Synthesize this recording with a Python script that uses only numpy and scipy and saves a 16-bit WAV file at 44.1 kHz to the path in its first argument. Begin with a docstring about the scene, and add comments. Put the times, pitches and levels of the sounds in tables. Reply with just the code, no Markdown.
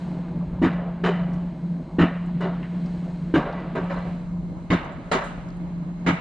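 """Steel rails between wooden fences: a ride cart is towed along, heard from a camera on the rider.
The wheels roar and hiss as rolling noise, and hum as a drifting tone roughened by resonant noise.
At rail joints the front wheels thump, then the rear wheels clack: bursts of shaking ring the cart's
resonances, while filtered noise makes the track rattle and ring on. Loose parts tick as noise snaps.
The camera opens from mono to stereo halfway."""
import sys
import numpy as np
from scipy import signal
from scipy.fft import rfft, irfft, next_fast_len
from scipy.io import wavfile
from scipy.ndimage import uniform_filter1d

SR = 44100
rng = np.random.default_rng(int(sys.argv[2]) if len(sys.argv) > 2 else 0)


def log_audio(samples):
    """Write samples as a 16-bit WAV file to the path given in sys.argv[1]."""
    # one column per channel
    frames = np.atleast_2d(samples).T
    # limit to full scale, then quantise
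    limited = np.clip(frames, -1, 1)
    pcm = np.round(limited * 32767).astype(np.int16)
    wavfile.write(sys.argv[1], SR, pcm)


N = 273772
LONG = next_fast_len(N, True)  # samples, a quick length for whole-scene transforms


def gain_of(db):
    """Decibels to gain."""
    return 10 ** (np.asarray(db) / 20)


def evened(x):
    """Scales to rms 1."""
    return x / np.sqrt(np.mean(x ** 2) + 1e-20)


def read(points, hz):
    """Reads a spectrum on a log-frequency axis."""
    f, value = np.transpose(points)
    return np.interp(np.log(hz + 1), np.log(f + 1), value)


def curve(rows, column):
    """One column of a table at every sample."""
    rows = np.array(rows)
    return np.interp(np.arange(N) / SR, rows[:, 0], rows[:, column])


def add(mix, s, sound):
    """Lays a sound into the mix at s seconds."""
    part = mix[:, round(s * SR):][:, :sound.shape[-1]]
    part += sound[..., :part.shape[-1]]


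def coloured(x, points):
    """Shapes a sound by a spectrum."""
    hz = np.fft.rfftfreq(x.shape[-1], 1 / SR)
    return irfft(rfft(x) * gain_of(read(points, hz)), x.shape[-1])


def peak(hz, centre_hz, width):
    """The shape of a resonance over frequency, 1 at its top."""
    return 1 / (1 + (2 * (hz - centre_hz) / width) ** 2)


def resonate(x, hz, width):
    """A resonance of gain 1 that can follow a pitch curve: shift down to 0 Hz, smooth, shift back."""
    turn = np.exp(2j * np.pi * np.cumsum(hz * np.ones(x.shape[-1])) / SR)
    r = np.exp(-np.pi * width / SR)
    smooth = signal.lfilter([1 - r], [1, -r], x / turn + 1e-18)
    return 2 * (turn * smooth).real


def patchy(length, patchy_db, t60=None, hold_s=0):
    """Two unrelated noises with shared drifting patches; each band may die fast at first, then linger."""
    hz, t, z = signal.stft(rng.standard_normal((2, length)), SR, nperseg=256, noverlap=192)
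    patches = uniform_filter1d(rng.standard_normal(z.shape[1:]), 4, 0)  # smooth over frequency
    patches = evened(uniform_filter1d(patches, 24, 1))  # then over time
    z = z * gain_of(patchy_db * patches)
    if t60:
        fall_db = -60 * np.maximum(t - hold_s, 0) / t60(hz)[:, None]
        fast, lingering = gain_of(1.41 * fall_db), gain_of(0.53 * fall_db - 9.0)
        z = z * np.hypot(fast, lingering)
    return signal.istft(z, SR, nperseg=256, noverlap=192)[1][:, :length]


# hiss of the microphone, spectrum shape: f/Hz, density/dB per Hz
MICROPHONE = [(2000, -24.5), (4000, 1.5), (5500, -2.5), (7000, -10.5), (10000, -17.5)]


def microphone_hiss(air):
    """The microphone's own steady noise, shaped from white noise."""
    level_db = -88
    return gain_of(level_db) * evened(coloured(air, MICROPHONE))[:, :N]


# rolling noise between blows: t/s, roar level/dB, grind level/dB, hiss level/dB, low buffeting level/dB
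ROLL = [(0, -35.5, -55.5, -61.5, -41.5), (.24, -33, -59, -69, -48), (.53, -33, -61.5, -75, -32.5),
        (.9, -37.5, -60, -75, -45.5), (1.38, -34.5, -59.5, -71, -40), (1.65, -38.5, -63, -70, -51),
        (1.95, -37.5, -63.5, -70, -45), (2.5, -34.5, -56, -72, -44), (2.9, -35.5, -56.5, -64, -42.5),
        (3.23, -36.5, -60, -66.5, -40), (3.6, -33.5, -54, -73, -45), (3.92, -38, -55, -67.5, -41),
        (4.1, -38.5, -53.5, -66.5, -43.5), (4.35, -39.5, -66.5, -73, -40.5), (4.65, -39, -64, -71, -42),
        (4.86, -36.5, -58, -77, -45.5), (5.2, -39, -62, -66.5, -43.5), (5.62, -38.5, -62, -73, -42),
        (5.95, -39.5, -63.5, -73, -46.5), (6.21, -31.5, -57, -70, -47.5)]
# spectrum shapes of those four layers, each: f/Hz, density/dB per Hz
ROAR = [(59, -56.5), (100, -39), (139, -18), (153, -5), (177, -0.5), (204, -25.5), (343, -29.5),
        (427, -40.5), (644, -37.5), (709, -43), (763, -42), (937, -41.5), (1800, -60.5), (2340, -85.5),
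        (3960, -120)]
GRIND = [(1000, -25.5), (1500, 4.5), (2100, 0.5), (2600, -1), (3200, -3.5), (4100, -11.5), (4800, -13.5),
         (6000, -39.5)]
HISS = [(2500, -28), (4000, 8.5), (5200, -2.5), (6600, -3.5), (8000, -4), (9500, -13), (11000, -17.5)]
BUFFET = [(15, -6), (30, 15.5), (50, 16.5), (80, 10.5), (130, 9.5), (200, -55)]
# rail singing: f/Hz, width/Hz, level/dB
WHINES = [(624, 60, -59), (2130, 80, -73), (4080, 120, -80), (6580, 200, -88)]


def rolling():
    """Wheels on steel: noise shaped into roar, grind, hiss and low buffeting, with faint rail lines."""
    roar = coloured(patchy(LONG, patchy_db=2.5), ROAR)
    roar = coloured(roar, [(150, -4.5), (175, -21.5), (210, 2.5)])  # a gap at the pitch of the hum
    steel = patchy(LONG, patchy_db=0.0)
    hz = np.fft.rfftfreq(LONG, 1 / SR)
    singing = sum(gain_of(db) / np.sqrt(w) * peak(hz, f, w) for f, w, db in WHINES)
    lines = irfft(rfft(steel) * singing * np.sqrt(SR / np.pi * 2), LONG)[:, :N]
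    air = rng.standard_normal((2, LONG))
    layers = roar, coloured(steel, GRIND), coloured(air, HISS), coloured(air, BUFFET)
    wheels = sum(gain_of(curve(ROLL, k + 1)) * evened(layer[:, :N])
                 for k, layer in enumerate(layers))
    return lines + microphone_hiss(air[::-1]) + wheels


# wheel hum between blows: t/s, level/dB
HUM = [(0, -39), (.19, -25.5), (.27, -34), (.41, -25.5), (.5, -33.5), (.7, -26), (.92, -31), (1.1, -25.5),
       (1.3, -24.5), (1.43, -28), (1.52, -32.5), (1.62, -31), (1.71, -22.5), (1.75, -25.5), (1.79, -39.5),
       (1.9, -39), (1.95, -30), (2.14, -29), (2.25, -29.5), (2.4, -26.5), (2.56, -27), (2.66, -35),
       (2.78, -23.5), (3.1, -32), (3.3, -29), (3.47, -40), (3.56, -32), (3.7, -35.5), (3.84, -28.5),
       (4.13, -30), (4.24, -34), (4.4, -27), (4.6, -36.5), (4.8, -38.5), (5.05, -42.5), (5.3, -39.5),
       (5.52, -35.5), (5.7, -31.5), (6.03, -32.5), (6.14, -22), (6.21, -53)]
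# drift of the hum: t/s, f/Hz
HUM_PITCH = [(0, 176.4), (.45, 174), (.65, 177.8), (.85, 173.5), (1.3, 176), (1.75, 172), (2.2, 174.7),
             (3.1, 175.3), (3.9, 175.8), (4.5, 174.1), (5.2, 176.4), (5.9, 173.9), (6.21, 175)]
HUM_ROUGH, JOLT_FADE_S = 0.33, 0.015  # rough part relative to the tone; fade of a swell in and out, s


def hum():
    """A steady tone, roughened by rail noise ringing in the same resonance, swelling while a blow shakes the tub."""
    t, hz = np.arange(N) / SR, curve(HUM_PITCH, 1)
    tone = np.sqrt(2) * np.sin(2 * np.pi * np.cumsum(hz) / SR)
    rough = evened(resonate(resonate(rng.standard_normal(N), hz, 50), hz, 64))
    level = gain_of(curve(HUM, 1))
    for s, _, rattle_s, *_, swell_db in JOINTS:
        fade_in = np.clip((t - s) / JOLT_FADE_S, 0, 1)
        fade_out = np.exp(-np.maximum(t - s - rattle_s, 0) / JOLT_FADE_S)
        level = np.maximum(level, gain_of(swell_db) * fade_in * fade_out)
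    return level * (tone + HUM_ROUGH * rough)


# loose parts ticking: t/s, starting level/dB, f/Hz, width of each of two resonances/Hz, t60/s
TICKS = [(0.284, -43, 1000, 900, 0.018), (0.7333, -63, 5970, 4000, .02), (1.333, -59.5, 5400, 3000, .1),
         (2.26, -66, 7500, 2970, .08), (2.409, -57, 8500, 2000, 0.018), (2.55, -51, 2920, 800, .06),
         (2.628, -48.5, 2720, 700, 0.14), (2.63, -43, 1860, 505, 0.16), (2.86, -53, 4800, 1471, .04),
         (3.526, -44.5, 3700, 1000, .04), (3.6022, -55, 4000, 1940, .02), (3.7574, -58, 8500, 2470, .02),
         (3.8414, -65, 7800, 2530, .04), (3.9433, -58, 7000, 4060, .015), (3.963, -47, 4060, 302, .05),
         (3.9874, -59, 6500, 4000, .015), (4.0243, -53, 4130, 200, 0.078), (4.845, -67, 6470, 2980, 0.11),
         (4.92, -69, 7240, 806, 0.14), (5.06, -43, 900, 800, 0.018), (5.119, -42, 7800, 3000, 0.082),
         (5.24, -57, 7400, 4000, .3), (5.4874, -55, 5500, 4000, .015), (5.5044, -55, 4500, 2510, .015),
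         (5.57, -63, 8600, 1506, .02)]


def tick(start_db, hz, width, t60):
    """A loose part: a short snap of noise round a pitch, dying exponentially."""
    t = np.arange(SR // 5) / SR
    snap = resonate(resonate(rng.standard_normal((2, len(t))), hz, width), hz, width)
    return gain_of(start_db - 60 * t / max(t60, .004)) * evened(snap)


# clatter of the track, spectrum shape: f/Hz, density/dB per Hz
CLATTER = [(250, -27.5), (430, 0.5), (789, -4.5), (877, -9), (1240, -6), (1390, -5), (1550, -4.5),
           (2520, -16.5), (3000, -17.5), (3330, -22.5), (3950, -22.5), (7860, -47.5), (10100, -62),
           (13100, -85.5), (22000, -120)]
# rail modes: f/Hz, width/Hz, lift/dB before chance scales it
RINGS = [(577, 48, 6.5), (652.4, 17, 8.5), (715, 60, 3), (792, 25, 3.5), (931, 100, 6.5), (1064, 8.5, 9),
         (1144, 16, 7), (1264, 29, 6), (1630, 9.7, 5), (1753, 40, 5.5), (1980, 74, 8), (2102, 10, 3.5),
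         (2323, 41, 7.5), (2750, 22, 3.5), (2900, 90, 4), (3630, 71, 6), (3870, 88, 0.5), (3690, 81, 3.5),
         (4020, 75, 8.5), (4853, 36, 0.5), (7020, 240, 9), (8750, 120, 12)]


def rail_ring(clatter, best_hz, best_db):
    """Rail modes stand out of the clatter, each by chance more or less, one lifted further."""
    hz = np.fft.rfftfreq(clatter.shape[-1], 1 / SR)
    chances = rng.uniform(0.8, 1.3, len(RINGS))
    modes_db = sum(db * chance * peak(hz, f, w) for (f, w, db), chance in zip(RINGS, chances))
    best_mode_db = best_db * peak(hz, best_hz, 0.044 * best_hz)
    return irfft(rfft(clatter) * gain_of(read(CLATTER, hz) + modes_db + best_mode_db))


def shaken(shakes, modes, db):
    """A part of the cart rings in its modes while it is shaken; db sets its first 50 ms."""
    ring = sum(gain_of(lift_db) * resonate(resonate(shakes, hz, w), hz, 3 * w) for hz, w, lift_db in modes)
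    return gain_of(db) * ring / ring[:SR // 20].std()


# edges of the bands in which a blow is levelled: f/Hz
TRACK_HZ = [450, 800, 1300, 2200, 3500, 5500, 10000]
# how every blow shares out over those bands: level/dB
TRACK_DB = [-1.2, -0.1, -1.96, -7, -16.5, -25.5]
TREBLE_HZ = 3500


def levelled(track, track_db, bright_db, treble_db):
    """Sets the first 50 ms of each band to the shared shape, tilted by the blow's brightness."""
    start = track[0, :SR // 20]
    power = np.cumsum(2 * abs(rfft(start)) ** 2 / len(start) ** 2)
    band_power = np.diff(power[np.array(TRACK_HZ) // 20])  # 50 ms gives bins of 20 Hz
    centres = np.sqrt(np.multiply(TRACK_HZ[1:], TRACK_HZ[:-1]))
    tilt_db = bright_db * np.log2(centres / centres[0]) + treble_db * (centres > TREBLE_HZ)
    bands_db = track_db + np.array(TRACK_DB) + tilt_db
    return coloured(track, list(zip(centres, bands_db - 10 * np.log10(band_power))))


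# wheels over joints and their rebounds: t/s, rise/s, rattle/s, ring-on factor, best-rung rail mode f/Hz,
# its extra lift/dB, tub level/dB, frame level/dB, track level/dB, brightness/dB per octave,
# treble/dB, thud level/dB, level of the swollen hum/dB
JOINTS = [(0.282, 0.004, 0.033, 0.31, 620, 11, -54, -59, -51, -13, 4, -54, -60),
          (0.617, 0.0098, 0.051, 0.81, 2328, 2, -16, -38, -32.5, 0.16, -1.1, -30, -23.5),
          (0.765, 0.038, 0.033, 0.84, 693, 5.5, -55, -55, -38, -10, 7, -51, -60),
          (1.036, 0.004, 0.061, 0.95, 3024, 9.5, -31, -25.5, -29.5, 0.18, -1.2, -59, -24.5),
          (1.17, 0.036, 0.04, 0.86, 660, 7.5, -47.5, -62, -39.5, -9, 2, -45.5, -60),
          (1.985, 0.0085, 0.053, 0.68, 1833, 9.5, -16.5, -42.5, -29.5, 1.5, -7.5, -28, -15.5),
          (2.405, 0.004, 0.059, 0.99, 2900, 8.5, -33.5, -32.5, -34.5, -2.5, 4.5, -54, -30),
          (3.339, 0.004, 0.041, 0.79, 1596, 9.5, -16, -40, -28.5, 0.13, -2.3, -30.5, -23),
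          (3.44, 0.03, 0.038, 0.99, 604, -4, -39, -40, -34, -6.5, .1, -50, -57),
          (3.56, 0.03, 0.04, 0.8, 1100, 6, -44, -55, -43, -3, -2.5, -49, -60),
          (3.751, 0.0022, 0.044, 0.99, 1569, 4.5, -32, -28.5, -31.5, -3.5, 2, -47, -30.5),
          (3.895, 0.004, 0.043, 0.65, 562, 17.5, -53, -64, -33.5, -4, 4, -48, -60),
          (3.963, 0.0039, 0.028, 0.89, 580, 11, -57, -47.5, -38.5, -4, -1.5, -61, -60),
          (4.052, 0.0041, 0.039, 0.8, 750, 5, -45.5, -71.5, -42, -6, -2, -39.5, -60),
          (4.702, 0.0013, 0.045, 0.9, 2170, 10, -20.5, -38, -29, -0.15, 3, -26.5, -18.5),
          (4.82, 0.03, 0.037, 0.98, 673, 7.5, -44, -57, -42.5, -5.5, 3, -50, -60),
          (5.059, 0.0041, 0.044, 0.73, 630, 13, -61, -61, -49.5, -9, 7, -50, -42),
          (5.114, 0.0017, 0.045, 1, 630.3, 5, -28.5, -27, -26.5, -0.63, 6.5, -46, -30.5),
          (6.063, 0.0019, 0.044, 0.84, 2180, 11.5, -21.5, -44, -31, 2.5, -2.5, -30.5, -20)]
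# ring-on of the track: f/Hz, nominal t60/s before the ring-on factor
RING_ON = [(300, 0.38), (600, 1), (1400, 0.82), (2200, 0.69), (3000, 0.68), (4200, 0.54), (7000, 0.34),
           (10000, 0.78)]
# cart body under a blow: f/Hz, width/Hz, lift/dB
TUB = [(172.7, 6.3, -7.5), (127.5, 24, -5.5), (223, 16, 0.5), (270, 56, 6), (317, 35, 2.5)]
FRAME = [(378, 39, 0)]  # f/Hz, width/Hz, lift/dB
THUD = [(92, 56, 0)]  # f/Hz, width/Hz, lift/dB
HOLD_SHARE = 0.6  # share of the rattle for which the clatter does not yet die


def joint(rise_s, rattle_s, ring_on, best_hz, best_db, tub_db, frame_db, track_db, bright_db, treble_db, thud_db):
    """The cart rattles for a moment, shaking its body and the rail; the track clatters and rings on."""
    length, brief = 32768, 8192  # samples of track sound and of shaking
    ring_on = max(ring_on, .2)
    t = np.arange(length) / SR
    rise = 1 - np.exp(-t / max(rise_s, .001))
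    rattle = np.exp(-np.maximum(t - rattle_s, 0) / 0.01)

    shakes = rattle * (1 - 0.36 * np.exp(-t / 0.017)) * rng.standard_normal(length)
    shakes = shakes * rng.exponential(1, length // 128).repeat(128) ** 0.24  # uneven from moment to moment
    shakes = shakes[:brief] + 1.34 * np.exp(-t[:brief] / 0.00038)  # the first blow is a hard push

    clatter = patchy(length, 1.4, lambda hz: read(RING_ON, hz) * ring_on, HOLD_SHARE * rattle_s)
    clatter = rail_ring(clatter, best_hz, best_db)
    grains = rng.exponential(1, length // 128).repeat(128) ** 0.12
    grains = uniform_filter1d(grains, 64)  # loose metal knocks in grains
    track = clatter * (1 + 0.31 * rattle) * rise * grains  # louder while the cart still rattles
    track = levelled(track, track_db, bright_db, treble_db)
    sound = track * np.minimum(t / 0.00071, 1) * np.cos(np.pi / 2 * t / t[-1])

    body = shaken(shakes, TUB, tub_db) + shaken(shakes, THUD, thud_db) + shaken(shakes, FRAME, frame_db)
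    add(sound[:1], 0, body)  # the body sounds in the middle only
    return sound


# side signal in stereo: f/Hz, side gain/dB
WIDE = [(60, -3.5), (89, -7.5), (130, -20), (190, -31), (290, -28), (420, -17), (630, -10.5), (930, -4.5),
        (1370, -5), (2020, -4), (2990, -6), (4420, -8), (6530, 5), (9650, 0)]
# likeness of side to mid: f/Hz, correlation from -1 to 1
LEAN = [(100, 0.05), (700, -.15), (2000, -.2), (5000, -.3), (9000, -.5)]


def ports(near, apart):
    """Two microphone ports: the side signal is partly the middle, partly sound that reaches them apart."""
    hz = np.fft.rfftfreq(LONG, 1 / SR)
    lean = np.clip(read(LEAN, hz), -1, 1)
    blend = lean * rfft(near, LONG) + np.sqrt(1 - lean ** 2) * rfft(apart, LONG)
    side = irfft(gain_of(read(WIDE, hz)) * blend, LONG)[:N]
    return np.array([near + side, near - side])


def scene():
    """All sources at the two ports of the camera on the rider."""
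    pair = rolling()  # middle sound, and sound that reaches the ports apart
    pair[0] += hum()
    for s, *snap in TICKS:
        add(pair, s, tick(*snap))
    for s, *blow, _ in JOINTS:
        add(pair, s, joint(*blow))
    return ports(*pair)


# opening of the stereo: t/s, side gain/dB
STEREO = [(0, -70), (3.39, -67.5), (3.42, -26), (3.7, -6.5), (4.3, -0.7), (6.21, 3)]
EDGE_HZ = 10250  # upper band limit


def record(dry):
    """The camera first blends its ports to mono, later lets them apart; then the band limit."""
    mid = dry.mean(0)
    side = (dry[0] - dry[1]) / 2 * gain_of(curve(STEREO, 1))
    pair = np.array([mid + side, mid - side])
    lowpass = signal.firwin(255, EDGE_HZ, window=("kaiser", 8), fs=SR)
    return signal.oaconvolve(pair, lowpass[None], "same")


dry = scene()
out = record(dry)
log_audio(out)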